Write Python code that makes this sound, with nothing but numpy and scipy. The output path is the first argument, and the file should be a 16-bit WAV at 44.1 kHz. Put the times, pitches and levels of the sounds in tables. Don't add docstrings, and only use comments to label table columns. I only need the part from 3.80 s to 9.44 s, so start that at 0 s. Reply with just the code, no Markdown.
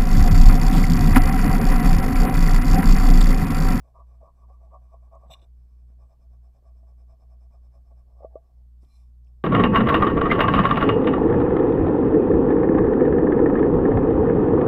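import sys
import numpy as np
from scipy import signal
from scipy.fft import rfft, irfft, next_fast_len
from scipy.io import wavfile
from scipy.ndimage import uniform_filter1d, map_coordinates

SR = 44100
rng = np.random.default_rng(int(sys.argv[2]) if len(sys.argv) > 2 else 0)


def magnitude_from_level(level_db):
    exponent = np.asarray(level_db, float) / 20
    return 10 ** exponent


def log_audio(samples):
    frames = np.atleast_2d(samples).T
    limited = np.clip(frames, -1, 1)
    pcm = np.round(limited * 32767).astype(np.int16)
    wavfile.write(sys.argv[1], SR, pcm)


N = 248713
T = np.arange(N) / SR

# start in seconds, length in seconds, pressure in dB, high desk tones in dB against the low ones.
SWEEPS = [(0.0, .135, -70, -7.5), (.143, 0.032, -58.5, 7), (0.158, 0.065, -57.5, 3),
          (0.249, 0.1, -74, -3.5), (0.308, 0.082, -71, -4.5), (0.404, .02, -51.5, -7),
          (0.424, .025, -52.5, -12), (0.434, 0.058, -58.5, 5.5), (0.535, 0.11, -71.5, -1),
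          (0.607, 0.048, -71, 7), (0.677, 0.043, -60, -6.5), (0.706, 0.063, -76, 9.5),
          (0.796, 0.09, -62.5, -10.5), (0.914, 0.057, -51.5, -2), (0.997, .088, -70, -6.5),
          (1.062, 0.12, -81, 11), (1.115, 0.039, -55, -4.5), (1.2, 0.099, -68.5, -3.5),
          (1.311, 0.03, -53, -6), (1.328, 0.04, -53, 1.5), (1.387, 0.037, -70.5, 3.5),
          (1.403, 0.071, -60.5, -3.5)]
# start in seconds, pressure in dB, high desk tones in dB against the low ones.
SCRIBBLE = [(1.968, -78, -13), (2.071, -76.5, -7), (2.185, -66.5, -6.5), (2.282, -68.5, -5.5),
            (2.39, -72, -9.5), (2.498, -73, -7.5), (2.618, -72.5, -9), (2.724, -71, -10), (2.835, -68, -6),
            (2.944, -73.5, -5), (3.055, -70, -7), (3.168, -69, -12), (3.277, -64.5, -10),
            (3.384, -69, -8.5), (3.486, -68.5, -7), (3.595, -69.5, -7.5), (3.704, -65.5, -6),
            (3.815, -73, -6), (3.916, -66, -9), (4.036, -76.5, -7.5), (4.154, -71, -8)]
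# start in seconds, length in seconds, pressure in dB, high desk tones in dB against the low, hiss in dB.
ODD_STROKES = [(1.491, 0.039, -46, -7.5, -85), (1.519, 0.099, -67.5, -6, -84.5),
               (1.531, 0.032, -62.5, 4.5, -75.5), (1.594, 0.069, -67.5, -10.5, -81.5),
               (1.73, 0.17, -86, -9, -96.5), (1.853, 0.13, -88.5, 3.5, -95),
               (3.021, 0.021, -63.5, -14, -102), (4.096, 0.028, -66, -10.5, -93),
               (4.269, 0.1, -70, -8.5, -98), (4.36, 0.065, -64.5, -7, -94),
               (4.422, 0.023, -42, -18.5, -95.5), (4.485, 0.11, -62, -24, -104),
               (4.614, 0.11, -75, -5, -99), (4.672, 0.17, -81, -16, -104), (5.442, 0.071, -78, -11, -94.5),
               (5.53, 0.18, -89, -3, -104)]
# pitch in Hz, width in Hz, level in dB.
DESK_THUD = [(250, 110, -4.5), (416, 100, 0), (517, 67, -4), (1603, 120, -17), (2085, 130, -24.5)]
DESK_LOW = [(562, 71, -3.5), (665.8, 51, 4), (741.6, 39, -2), (840, 113, -7)]
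DESK_HIGH = [(864.4, 43, -11.5), (931, 88, -13.5), (984, 50, -7.5), (1078.7, 68, -3.5), (1145, 68.4, -1.5),
             (1220, 65, -13)]
# pitch in Hz, width in Hz, level in dB.
HOUSING = [(1520, 540, -5.5), (2385, 210, -2), (3625, 280, -10.5), (5126, 400, -8), (5855, 480, -6),
           (7810, 1000, -10), (9440, 180, -11.5), (11000, 200, -7.5)]
HOUSING_PEAK = [(5290, 300, 0)]
# time in seconds, gain in dB.
PEAK_GAIN = [
    (0, -3.5),
    (1.6, -4),
    (1.8, 5.5),
    (5.64, 11),
]
# peak in seconds, rise in seconds, fall in seconds, edge tones in dB, bright edge tones in dB.
SQUEAK = [
    (1.485, 0.013, 0.022, -79, -82),
    (1.516, 0.0086, 0.008, -52.5, -65),
    (1.53, 0.027, 0.0068, -54, -57),
    (1.543, 0.012, 0.0016, -50, -67),
    (1.56, 0.013, 0.015, -69, -100),
    (1.594, 0.0085, 0.007, -70, -93),
    (1.618, 0.003, 0.003, -61.5, -78),
    (1.628, .006, .007, -67.5, -82),
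    (1.642, 0.0086, 0.005, -73, -90),
]
# pitch in Hz, width in Hz, level in dB.
EDGE_LOW = [(1900, 500, -20), (2250, 300, -12), (2450, 110, -2), (2650, 250, -8), (2870, 190, -1),
            (3100, 200, -16)]
EDGE = [(3400, 150, -14), (3550, 170, 0), (3720, 170, -2), (4020, 160, -8)]
EDGE_BRIGHT = [(5190, 250, -15), (5900, 500, -16), (7750, 90, 2), (7300, 900, -24), (8600, 900, -26),
               (9860, 250, -25), (10900, 400, -24), (12750, 200, -12), (13900, 170, -20),
               (15000, 1500, -34)]
# time in seconds, speed given as hiss in dB.
SLIDE = [
    (4.97, -103),
    (4.996, -97),
    (5.028, -77),
    (5.068, -84.5),
    (5.142, -75.5),
    (5.21, -78),
    (5.224, -81),
    (5.34, -103),
    (5.36, -104),
]
# pitch in Hz, width in Hz, level in dB.
SHEET = [(2340, 220, -5.5), (3600, 73, -3), (5300, 220, 1), (6070, 430, -9), (7600, 500, -8),
         (9640, 130, -5), (10600, 610, -12), (13100, 1500, -21)]
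# peak in seconds, rise in seconds, fall in seconds, level in dB.
SWING = [
    (5.155, 0.064, 0.027, -74),
]
# pitch in Hz, width in Hz, level in dB.
CORNER = [(2370, 60, -4), (4060, 110, 0)]
# time in seconds, peak in dB, ring in dB against the peak, first pitch in Hz.
TAPS = [(.186, -52.5, 0, 527), (.428, -47.5, 11, 480), (.942, -51, -1, 560), (1.14, -47.5, -15, 546),
        (1.496, -53, -9, 496), (2.822, -62.5, -4, 400), (3.026, -61.5, -6, 400), (4.114, -58.5, 1, 400),
        (4.404, -44.5, -12, 485), (4.419, -45.5, -6.5, 480), (4.4446, -30, 6, 370), (4.5542, -29, 5, 352),
        (5.029, -62.5, -14, 302)]
# pitch in Hz, level in dB, time to fade 60 dB in seconds, rise in seconds.
TAP_MODES = [(410, -20, .04, .005), (495, -20, .11, .01), (745, -11, .045, .008), (1060, -22, .04, .004),
             (1150, -13, .05, .004), (2390, -50, .04, .002)]
# time in seconds, peak in dB, pitch in Hz.
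BUMPS = [(0.4, -66, 200), (0.677, -66, 190), (0.896, -60, 156), (1.457, -53.5, 165), (1.494, -48.5, 128),
         (1.624, -57.5, 328), (2.095, -58.5, 192), (2.822, -68, 308), (3.024, -64.5, 250),
         (3.703, -63.5, 200), (4.112, -66, 250), (4.446, -54.5, 204), (4.556, -67, 198),
         (5.025, -58.5, 194), (5.031, -56.5, 302), (5.058, -65, 221)]
# time in seconds, peak in dB, pitch in Hz.
TICKS = [
    (1.351, -75.5, 6600),
    (5.021, -78, 5300),
    (5.046, -76, 3600),
    (5.445, -79, 5300),
    (5.47, -80.5, 2690),
]
# multiple of the mains pitch, level in dB, share of the ducking.
OVERTONES = [(2, -18, 0.68), (3, -40, 0.98), (4, -36, 0.34), (5, -51, 0.37)]
# centre in seconds, length in seconds.
DUCKS = [(0.114, 0.19), (0.524, 0.219), (1.105, 0.074), (1.313, 0.069), (1.428, 0.071), (1.558, 0.101),
         (1.649, 0.1), (1.892, 0.077), (2.359, 0.22), (2.785, 0.197), (3.392, 0.145), (3.727, 0.073),
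         (3.933, 0.076), (4.055, 0.071), (4.237, 0.081), (4.31, 0.075), (4.659, 0.22), (5.109, 0.145)]
# pitch in Hz, level in dB per Hz.
RUMBLE = [(15, -3), (28, 5.5), (45, -4), (160, -10.5), (420, -28.5), (1150, -36), (1400, -42), (2500, -64)]
HISS = [(600, 7.5), (1500, -1.5), (6500, -4), (12500, -5), (13700, -0.5), (14600, -7.5), (15600, -6.5)]
# pitch in Hz, width in Hz, level in dB.
WHINES = [(4403, 290, -102), (7970, 9.6, -104), (11100, 50, -108), (12200, 46, -112)]


def crayon():
    rows = strokes()
    low, high, _ = swells(rows, bite=2.6, fade=1.7)
    thud = magnitude_from_level(-79.5) * (low / magnitude_from_level(-69.0)) ** 0.39
    force = slips(1500, spread_db=1.5, smooth=0.6) * magnitude_from_level(1.5 * wobble(60))
    desk = excite(force, thud, DESK_THUD)
    desk += excite(force, low, DESK_LOW)
    desk += excite(force, high, DESK_HIGH)

    middles = [(s, 0.93 * rise, 0.77 * fall, hiss_db) for s, rise, fall, *_, hiss_db in rows]
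    hiss, = swells(middles, bite=2.0, fade=1.8)
    rub = slips(3400, spread_db=2.0, smooth=0.89)
    peak_db, = curves(PEAK_GAIN)
    paper = excite(rub, magnitude_from_level(4.5) * hiss, HOUSING)
    paper += excite(rub, magnitude_from_level(peak_db - 3.5) * hiss, HOUSING_PEAK)
    return desk + paper


def strokes():
    wide = []
    for s, long, db, high_db in SWEEPS:
        hiss_db = -90 - 0.2 * np.log2(long / 0.06)
        wide.append((s, long, db, high_db, hiss_db))
    quick = []
    for s, db, high_db in SCRIBBLE:
        hiss_db = -89.5 + 0.5 * (db + 69.5)
        quick.append((s, 0.073, db, high_db, hiss_db))
    rows = []
    for group, share in [(wide + ODD_STROKES, 0.54), (quick, 0.52)]:
        for s, long, db, high_db, hiss_db in group:
            rise = share * long
            rows.append((s + rise, rise, long - rise, db, db + high_db, hiss_db))
    return rows


def squeak():
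    edge, bright = swells(SQUEAK, bite=4.1, fade=1.7)
    force = slips(2300, spread_db=4.5, smooth=0.86)
    low = magnitude_from_level(-60) * (edge / magnitude_from_level(-53.5)) ** 1.2
    return excite(force, low, EDGE_LOW) + excite(force, edge, EDGE) + excite(force, bright, EDGE_BRIGHT)


def slide():
    hiss_db, = curves(SLIDE)
    desk_db = np.minimum(hiss_db + 1, -80)
    swing, = swells(SWING, bite=2.7, fade=1.1)
    rub = slips(4000, spread_db=0.0, smooth=0.46)
    out = excite(rub, swing, CORNER)
    out += excite(rub, magnitude_from_level(hiss_db), SHEET, order=1)
    out += excite(rub, magnitude_from_level(desk_db), DESK_LOW[2:] + DESK_HIGH)
    out += excite(rub, magnitude_from_level(desk_db - 7), DESK_LOW[:2])
    return out


def knocks():
    out = np.zeros(N + SR)
    t = T[:SR // 4]

    sides = np.zeros(len(t))
    for hz, db, t60, rise in TAP_MODES:
        sides += magnitude_from_level(db - 60 * t / t60) * (1 - np.exp(-t / rise)) ** 2 * np.sin(2 * np.pi * hz * t)
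    for s, db, ring_db, first_hz in TAPS:
        ring = magnitude_from_level(ring_db - 60 * t / 0.065) * (1 - np.exp(-t / 0.01)) ** 2
        main = (push(t, 0.0037) ** 2.9 + ring) * glide(t, first_hz, 662, 0.0044)
        add(out, s, magnitude_from_level(db) * (main + sides))

    for s, db, hz in BUMPS:
        thump = push(t, 0.91 / hz) * glide(t, 0.82 * hz, 1.82 * hz, 4.7 / hz)
        rattle = 0.16 * push(t, 0.0086) * band_noise(len(t), hz, 900)
        add(out, s, magnitude_from_level(db) * (thump + rattle))

    for s, db, hz in TICKS:
        snap = push(t, 0.0024) * band_noise(len(t), hz * 0.85, hz * 1.2)
        add(out, s, magnitude_from_level(db) * snap)
    return out[:N]


def hum():
    duck_db = ducking()
    turn = 2 * np.pi * 60.012 * T + 0.027 * wobble(5)
    out = magnitude_from_level(duck_db + 0.5 * wobble(18)) * np.sin(turn + 2.8)
    for multiple, db, share in OVERTONES:
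        level = magnitude_from_level(share * duck_db + db + 2.1 * wobble(15))
        out += level * np.sin(round(multiple) * turn + 0.24 * wobble(15))
    return np.sqrt(2) * magnitude_from_level(-47.5) * out


def ducking():
    centre, long = np.transpose(DUCKS)[:, :, None]
    step = T[::32]
    inside_s = long / 2 - np.abs(step - centre)
    depth_db = np.clip(166 * inside_s, 0, 9).max(0)
    return -uniform_filter1d(np.interp(T, step, depth_db), 900)


def room_floor():
    out = magnitude_from_level(-65.5 + 0.54 * wobble(10)) * coloured(RUMBLE)
    out += magnitude_from_level(-85) * coloured(HISS)
    for hz, width, db in WHINES:
        whine = filtered(rng.standard_normal(N), resonances([(hz, width, 0)]))
        out += magnitude_from_level(db) * unit(whine)
    return out


def slips(rate, spread_db, smooth):
    when = rng.random(N)
    size = rng.exponential(size=N)
    rub = rng.standard_normal(N)
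    grains = (when < rate / SR) * magnitude_from_level(spread_db * size) * np.sign(rub)
    return unit(grains) + smooth * rub


def excite(force, envelope, modes, order=2):
    body = resonances(modes, order)
    return filtered(force * envelope, body) / np.std(filtered(force, body))


def resonances(modes, order=2):
    def response(f):
        total = 0
        for k, (hz, width, db) in enumerate(modes):
            peak = 1j * f * width / (hz * hz - f * f + 1j * f * width)
            total = total + (-1) ** k * magnitude_from_level(db) * peak ** order
        return total
    return response


def filtered(x, response):
    m = next_fast_len(N + 8192)
    return irfft(rfft(x, m) * response(np.fft.rfftfreq(m, 1 / SR)), m)[:N]


def swells(rows, bite, fade):
    s, rise, fall, *levels = np.transpose(rows)[:, :, None]
    step = T[::32]
    before = np.abs((s - step) / rise) ** bite
    after = np.abs((step - s) / fall) ** fade
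    away = np.minimum(np.where(step < s, before, after), 12)
    envelopes = []
    for db in levels:
        power = np.sum(magnitude_from_level(db - 10.1 * away) ** 2, 0)
        envelopes.append(np.interp(T, step, np.sqrt(power)))
    return envelopes


def curves(rows):
    s, *columns = np.transpose(rows)
    return [np.interp(T, s, column, left=-150, right=-150) for column in columns]


def wobble(rate):
    return map_coordinates(rng.standard_normal(int(N * rate / SR) + 4), [T * rate])


def push(t, peak):
    return (t / peak * np.exp(1 - t / peak)) ** 2


def glide(t, start_hz, end_hz, settle):
    return np.sin(2 * np.pi * (end_hz * t - (end_hz - start_hz) * settle * (1 - np.exp(-t / settle))))


def band_noise(length, low_hz, high_hz):
    band = signal.butter(2, [low_hz, high_hz], "bandpass", fs=SR, output="sos")
    return unit(signal.sosfilt(band, rng.standard_normal(length)))


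def coloured(spectrum):
    hz, db = np.transpose(spectrum)
    colour = lambda f: magnitude_from_level(np.interp(np.log(f + 1), np.log(hz + 1), db))
    return unit(filtered(rng.standard_normal(N), colour))


def unit(x):
    return x / np.sqrt(np.mean(x ** 2) + 1e-30)


def add(out, s, sound):
    out[round(s * SR):][:len(sound)] += sound


def scene():
    mix = crayon() + squeak() + slide() + knocks() + hum() + room_floor()
    return mix[None]


def roll_off(x):
    return signal.sosfilt(signal.butter(12, 15600, fs=SR, output="sos"), x)


def record(dry):
    return roll_off(dry)


dry = scene()
out = record(dry)
log_audio(out)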